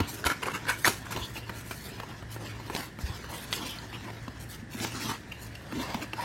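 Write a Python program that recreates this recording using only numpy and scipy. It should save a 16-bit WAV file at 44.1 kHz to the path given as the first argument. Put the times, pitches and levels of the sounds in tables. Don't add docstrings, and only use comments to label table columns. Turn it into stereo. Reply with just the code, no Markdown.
import sys
import numpy as np
from scipy import signal
from scipy.fft import rfft, irfft, next_fast_len
from scipy.io import wavfile
from scipy.ndimage import uniform_filter1d

SR = 44100
rng = np.random.default_rng(int(sys.argv[2]) if len(sys.argv) > 2 else 0)


def store_wav(level_fs):
    pcm = np.round(np.clip(np.atleast_2d(level_fs), -1, 1) * 32767)
    wavfile.write(sys.argv[1], SR, pcm.T.astype(np.int16))


N = 275215
TIME = np.arange(N) / SR
FFT_SIZE = next_fast_len(N + SR, True) // 2 * 2
FREQS = np.maximum(np.arange(FFT_SIZE // 2 + 1) * SR / FFT_SIZE, 1)

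# pitch_hz, width_hz, boost_db
CARTON_RINGS = [(242, 620, 4.6), (689.5, 7, 7.5), (967, 157, 5.7), (1364, 21, 6.7), (2870, 440, 4.7)]
# pitch_hz, width_hz, boost_db
EDGE_RINGS = [(1015, 61, 7.5)]
# pitch_hz, level_db
EDGE_TONE = [(100, -11.5), (1200, -8), (2200, -1.5), (4500, -1), (10000, -16.5), (16000, -57)]


def flap(catch_db=2.2):
    # start_s, length_s, level_db, crisp_share_db, hollow_share_db
    jerks = [(0.247, 0.024, -24, -1.5, -2), (0.296, 0.022, -27.5, -12, -7.5), (0.418, 0.017, -30, -8, -5.5),
             (0.456, 0.017, -30.5, -15, -1), (.494, 0.022, -35, -13, -7), (0.533, 0.024, -28.5, -16, -4),
             (.664, 0.012, -31, -15, -9), (0.68, 0.021, -22.5, -4, -10), (0.715, 0.023, -36, -15, -27),
             (0.8425, 0.0042, -25, -0.5, -16), (.851, 0.015, -21.5, 0.5, -5.5),
             (0.873, 0.0018, -24.5, 3, 1.5), (1.049, 0.014, -35.5, -19, -15), (1.105, 0.023, -32, -3.5, -5),
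             (1.352, 0.015, -38, -7, 0), (1.708, 0.005, -36, 1.5, -7)]
    # pitch_hz, width_hz, boost_db
    flap_rings = [(720, 130, 9.5), (980, 160, 3.5), (1420, 124, 11.5), (1680, 85, 8), (1890, 200, -9),
                  (2274, 110, 7), (2880, 270, 6)]
    # pitch_hz, level_db
    flap_tone = [(40, -41), (170, -41), (350, -6.5), (600, -17), (1000, 0), (1600, -3), (2300, -2),
                 (3300, -12.5), (7000, -10.5), (16000, -26.5)]
    crisp_tone = [(100, -20), (1200, -12), (2400, 10), (3500, 8.5), (6500, 7.5), (9000, 0.5), (12000, 3.5),
                  (16000, -19)]
    hollow_tone = [(40, -17), (170, -6.5), (350, 4.5), (600, -5.5), (1000, -9.5), (2300, -47), (16000, -66)]
    force, crisp, hollow = np.zeros((3, N))
    for start, length, db, crisp_db, hollow_db in jerks:
        pull = amp(db) * jerk(start, length)
        force += pull
        crisp += pull * amp(crisp_db)
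        hollow += pull * amp(hollow_db)
    catching = amp(catch_db * wander(450))
    scrape = body(force * catching * slips(4500, spread_db=1.1), flap_tone, flap_rings)
    bright = body(crisp * catching * slips(7000, spread_db=8.3), crisp_tone)
    wall = body(hollow * catching * slips(3000, spread_db=0.48), hollow_tone)
    return scrape + bright + wall


def jerk(start, length, attack_s=0.0016, build_db=6.5, release_s=0.0092, coast_db=-5, coast_s=0.028):
    since_start = np.maximum(TIME - start, 0)
    since_release = np.clip(TIME - start - length, 0, 1)
    onset = 1 - np.exp(-since_start / attack_s)
    build = amp(build_db * np.minimum(since_start / length - 1, 0))
    release = np.exp(-since_release / release_s) + amp(coast_db) * np.exp(-since_release / coast_s)
    return onset * build * release / (1 + amp(coast_db))


def flicks(ring_s=0.014, contact_s=0.00025, tick_db=4, overtone_ratio=1.1, overtone_db=-9):
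    # start_s, pitch_hz, level_db
    edges = [(0.242, 1490, -14), (0.2665, 2260, -6), (0.301, 1510, -11.5), (.3185, 2270, -16),
             (0.4308, 2780, -18), (.458, 2400, -22), (.484, 1140, -18), (.5085, 1510, -26),
             (0.6536, 1560, -22), (0.6927, 1500, -11), (0.7107, 1630, -19), (0.8465, 1880, -8),
             (0.854, 1720, -10.5), (0.8742, 1410, -10.5), (3.5275, 3460, -12.5), (3.5298, 4600, -15),
             (3.536, 3350, -14), (3.787, 4300, -29), (4.8014, 3580, -21), (6.1332, 2720, -22.5)]
    ring, tick = np.zeros((2, N))
    age = TIME[TIME < 2 * ring_s]
    for at, hz, db in edges:
        start = int(at * SR)
        phase = 2 * np.pi * hz * age
        swing = np.sin(phase) + amp(overtone_db) * np.sin(overtone_ratio * phase)
        fade = amp(db - 60 * age / ring_s) * (1 - np.exp(-age / contact_s))
        ring[start:start + len(age)] += fade * swing
        tick[start] += amp(db + tick_db)
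    return ring + body(tick, EDGE_TONE)


def taps(click_gain=3.04, crush_gain=0.52, soft_crush_s=0.0049):
    # start_s, level_db, edge_share_db
    knocks = [(.003, -11.5, -7), (1.163, -16.5, -9), (1.172, -15.5, -10), (1.495, -18, -14),
              (1.711, -22.5, -14), (2, -18.5, -12), (2.033, -28, -26), (2.225, -30, -28), (2.363, -24, -36),
              (2.599, -27.5, -28), (2.699, -23, -22), (2.75, -23, 4.5), (2.7634, -24, 5),
              (2.988, -26.5, -31), (3.242, -25.5, -20), (3.5278, -21.5, 9), (3.929, -30, -3),
              (4.009, -31, -11), (4.103, -31, -0.5), (4.28, -29, -4), (4.745, -34, -7), (4.8022, -31.5, 9),
              (4.847, -16.5, -5), (5.724, -21.5, -16), (5.944, -16, -13), (6.134, -21, -22)]
    # pitch_hz, level_db
    knock_tone = [(60, 0), (350, -0.5), (600, -2.5), (900, -0.5), (2200, -8.5), (4000, -20), (16000, -24)]
    board, edge = np.zeros((2, N))
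    grit = slips(7000, spread_db=0.9)
    for at, db, edge_db in knocks:
        start = int(at * SR)
        crush_s = soft_crush_s / (1 + amp(edge_db))
        blow = crush_gain * grit[start:] * np.exp(-np.minimum(TIME[:N - start] / crush_s, 20))
        blow[0] += click_gain
        board[start:] += amp(db) * blow
        edge[start:] += amp(db + edge_db) * blow
    return body(board, knock_tone, CARTON_RINGS) + body(edge, EDGE_TONE, EDGE_RINGS)


def thumps(contact_s=0.0028, pitch_sag=0.028):
    # start_s, pitch_hz, level_db
    blows = [(.004, 275, -15), (.01, 88, -15), (0.258, 72.4, -21.5), (0.263, 300, -16.5), (0.311, 290, -22),
             (0.873, 117, -22), (1.209, 67.5, -26.5), (2.699, 870, -25), (2.703, 365, -22.5),
             (3.036, 65.4, -16.5), (3.097, 86, -23), (4.28, 248, -25.5), (4.627, 223, -26.5),
             (4.749, 230, -21.5), (4.806, 232, -20), (4.853, 245, -23), (5.729, 258, -20),
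             (5.948, 216, -18.5), (6.136, 328, -25)]
    out = np.zeros(N)
    for at, hz, db in blows:
        ring_s = 0.075 * (90 / hz) ** 0.51
        age = np.clip(TIME - at, 0, 2 * ring_s)
        cycles = hz * (age + pitch_sag * age * (1 - age / ring_s))
        fade = amp(db - 60 * age / ring_s) * (1 - np.exp(-age / contact_s))
        out += fade * np.sin(2 * np.pi * cycles)
    return out


def rubbing(crackle_db=-9, grip_db=1.0, glove_db=6.5):
    # pitch_hz, level_db
    board_tone = [(40, -15), (170, -3), (300, 2), (540, -6.5), (1050, -6), (2200, -7), (4000, -13),
                  (8000, -54), (16000, -76)]
    glove_tone = [(100, -14), (2500, 11), (6000, 8), (8800, 13), (16000, 6)]
    on_board, on_edge, on_glove = rubbing_strength()
    grip = amp(grip_db * wander(70))
    crackle = amp(crackle_db) * slips(60, spread_db=4)
    drag = slips(2500, spread_db=0.98) * on_board * grip
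    rasp = (slips(5000, spread_db=1.8) + crackle) * on_edge * grip
    hiss = (slips(12000, spread_db=13.4) + crackle) * on_glove * grip * amp(glove_db)
    board = body(drag, board_tone, CARTON_RINGS)
    edge = body(rasp, EDGE_TONE, EDGE_RINGS)
    return board + edge + body(hiss, glove_tone)


def rubbing_strength(slide_hiss_db=-12.5, stroke_rasp_db=0.5):
    # peak_s, rise_s, fall_s, level_db, edge_share_db
    slides = [(.02, 0.12, 0.088, -32.5, -14.5), (.6, 0.72, 0.37, -43, -9), (1.21, 0.16, 0.053, -38, -6.5),
              (1.56, 0.34, 0.12, -45, -8), (1.89, 0.069, 0.37, -42.5, -8.5), (2.46, 0.075, 0.084, -40, -7),
              (2.785, 0.16, 0.1, -37, -9), (3.1, 0.12, 0.15, -42, -2), (3.36, 0.084, 0.085, -38, -25),
              (3.67, 0.23, 0.13, -37, -4.5), (4.06, 0.32, 0.15, -44, -8.5),
              (4.845, 0.045, 0.034, -32, -2.5), (5.02, 0.21, 0.048, -39, -0.5),
              (5.094, 0.093, 0.05, -29.5, -3.5), (5.76, 0.055, 0.08, -36.5, -13),
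              (5.82, 0.029, 0.033, -33.5, -5), (5.94, 0.14, 0.059, -34.5, -8.5),
              (6.022, 0.023, 0.026, -33, -6), (6.235, 0.054, .03, -33.5, -5)]
    # middle_s, half_length_s, level_db
    strokes = [(0.096, 0.027, -46.5), (0.148, 0.073, -49.5), (0.834, 0.058, -48), (0.91, 0.11, -52.5),
               (1.26, 0.078, -54.5), (1.364, 0.028, -51.5), (1.586, 0.038, -50.5), (1.73, 0.096, -52.5),
               (1.865, 0.045, -50.5), (2.332, 0.026, -50.5), (2.736, 0.045, -52.5), (2.803, 0.069, -50),
               (3.009, 0.022, -50), (3.345, 0.051, -47.5), (3.427, 0.029, -49.5), (3.542, 0.031, -43.5),
               (3.682, 0.04, -47.5), (4.42, 0.025, -52.5), (4.526, 0.037, -50), (4.76, 0.06, -50.5),
               (5.436, 0.046, -54.5)]
    # middle_s, half_length_s, change_db
    rests = [(2.255, 0.035, -8), (2.943, 0.071, -7), (4.663, 0.039, -21)]
    board, edge, glove = amp([-51, -55, -67.5])
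    for at, rise, fall, db, edge_db in slides:
        drag = amp(db) * swell(at, rise, fall, shape=1.72)
        board = np.hypot(board, drag)
        edge = np.hypot(edge, drag * amp(edge_db))
        glove = np.hypot(glove, drag * amp(edge_db + slide_hiss_db))
    for at, half, db in strokes:
        stroke = amp(db) * swell(at, half, half, shape=4.8)
        glove = np.hypot(glove, stroke)
        edge = np.hypot(edge, stroke * amp(stroke_rasp_db))
    moving = amp(sum(db * swell(at, half, half, shape=3) for at, half, db in rests))
    return board * moving, edge * moving, glove * moving


def squeaks():
    # peak_s, half_length_s, pitch_hz, level_db, width_to_pitch
    chatters = [(0.702, 0.023, 1548, -26, 0.099), (0.855, .011, 6550, -28.5, 0.091),
                (1.237, 0.024, 3470, -34, 0.086), (1.368, 0.012, 2610, -31, .17),
                (3.66, 0.1, 3060, -37.5, 0.06), (3.947, 0.026, 3090, -37, 0.078),
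                (5.322, 0.005, 2740, -26, 0.058), (5.554, 0.0033, 2570, -30, 0.17),
                (5.774, 0.034, 273, -28, 0.18), (5.797, 0.068, 924, -43, 0.054),
                (5.849, .2, 619.8, -42.5, 0.37), (6.023, 0.01, 2710, -34, 0.084),
                (6.195, 0.013, 927, -33, 0.09)]
    out = np.zeros(N)
    for at, half, hz, db, width in chatters:
        near = abs(TIME - at) < 3 * half
        from_peak = TIME[near] - at
        drift = np.cumsum(rng.standard_normal(N)[:len(from_peak)])
        phase = 2 * np.pi * hz * from_peak + drift * np.sqrt(2 * np.pi * width * hz / SR)
        out[near] += amp(db) * np.sqrt(2) * np.exp(-(from_peak / half) ** 2) * np.sin(phase)
    return out


def appliance(air_db=-46, wide_hz=500, waver_db=3.5):
    # pitch_hz, level_db
    fan_tone = [(20, -15), (60, -2), (120, 0), (310, -9.5), (450, -15.5), (1300, -23), (1780, -11.5),
                (2400, -27), (9000, -39), (16000, -62)]
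    # pitch_hz, level_db
    hum_notes = [(62, -55), (112, -50.5)]
    middle, side = body(rng.standard_normal((2, N)), fan_tone)
    side = filtered(side, np.sqrt(FREQS / (FREQS + wide_hz)))
    rush = amp(air_db) * np.array([middle + side, middle - side])
    hum = np.zeros(N)
    for hz, db in hum_notes:
        level = amp(db + waver_db * wander(10))
        hum += level * np.sqrt(2) * np.sin(2 * np.pi * hz * TIME + 0.56 * wander(26))
    return rush + hum


def space(x, lag_s, near_db, near_ring_s, room_db, room_ring_s=0.32, wide_hz=260, block=8192):
    span, hop = 4 * block, block // 2
    age = TIME[:span - block]
    hz = np.arange(span // 2 + 1) * SR / span
    direct = np.exp(-2j * np.pi * hz * np.array([[0], [lag_s]]))
    low_cut = 1j * hz / (wide_hz + 1j * hz)
    heard = np.zeros((2, N + span + block))
    x = np.pad(x, (hop, block))
    for start in range(0, N + hop, hop):
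        echoes = 0
        for db, ring_s in ((near_db, near_ring_s), (room_db, room_ring_s)):
            fade = np.exp(-np.minimum(np.log(1000) * age / ring_s, 20))
            tail = rng.standard_normal((2, len(age))) * fade
            echoes += amp(db) * tail / np.sqrt(np.sum(tail ** 2, axis=1, keepdims=True))
        response = direct + rfft(echoes, span) * low_cut
        piece = x[start:start + block] * np.hanning(block)
        heard[:, start:start + span] += irfft(rfft(piece, span) * response, span)
    return heard[:, hop:hop + N] / np.sqrt(1 + amp(near_db) ** 2 + amp(room_db) ** 2)


def microphone_sides(x):
    # pitch_hz, left_minus_right_db
    balance = [(580, -2), (900, 3.5), (1700, 4), (2600, 0.5), (6000, 4), (12000, -1.5)]
    left_db = curve_db(balance) / 2
    return filtered(x, amp([left_db, -left_db]))


def body(x, tone, rings=()):
    cepstrum = irfft(np.log(amp(curve_db(tone))), FFT_SIZE)
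    response = np.exp(rfft(2 * cepstrum[:FFT_SIZE // 2], FFT_SIZE))
    for hz, width_hz, boost_db in rings:
        off_pitch = (FREQS - hz ** 2 / FREQS) / width_hz
        response *= 1 + (amp(boost_db) - 1) / (1 + 1j * off_pitch)
    return filtered(x, unit(response))


def slips(per_second, spread_db):
    caught = rng.random(N) < per_second / SR
    direction = np.sign(rng.standard_normal(N))
    size = amp(spread_db * np.clip(rng.standard_normal(N), -2, 2))
    return unit(caught * direction * size)


def swell(at, rise, fall, shape):
    distance = np.maximum((at - TIME) / rise, (TIME - at) / fall)
    return np.exp(-np.minimum(distance, 20) ** shape)


def wander(per_second):
    hold = max(int(SR / per_second), 2)
    steps = np.repeat(rng.standard_normal(N // hold + 1), hold)
    return unit(uniform_filter1d(steps, hold)[:N])


def curve_db(points):
    hz, db = np.transpose(points)
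    return np.interp(np.log(FREQS), np.log(hz), db)


def filtered(x, gains):
    return irfft(rfft(x, FFT_SIZE) * gains, FFT_SIZE)[..., :N]


def amp(db):
    return 10 ** (np.asarray(db) / 20)


def unit(x):
    return x / np.sqrt(np.mean(abs(x) ** 2))


def scene():
    blows = space(flap() + taps(), lag_s=0.00008, near_db=1, near_ring_s=0.019, room_db=-9)
    ticks = space(flicks(), lag_s=0.00008, near_db=-1, near_ring_s=0.0083, room_db=-9)
    rubs = space(rubbing() + squeaks(), lag_s=0.00016, near_db=3, near_ring_s=0.016, room_db=-6,
                 block=4096)
    return microphone_sides(blows + ticks + rubs) + thumps() + appliance()


def record(dry, low_hz=36, top_hz=15950):
    low_cut = signal.butter(2, low_hz, "high", fs=SR, output="sos")
    top_cut = signal.ellip(10, 0.2, 80, top_hz, fs=SR, output="sos")
    return signal.sosfilt(top_cut, signal.sosfilt(low_cut, dry))


dry = scene()
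out = record(dry)
store_wav(out)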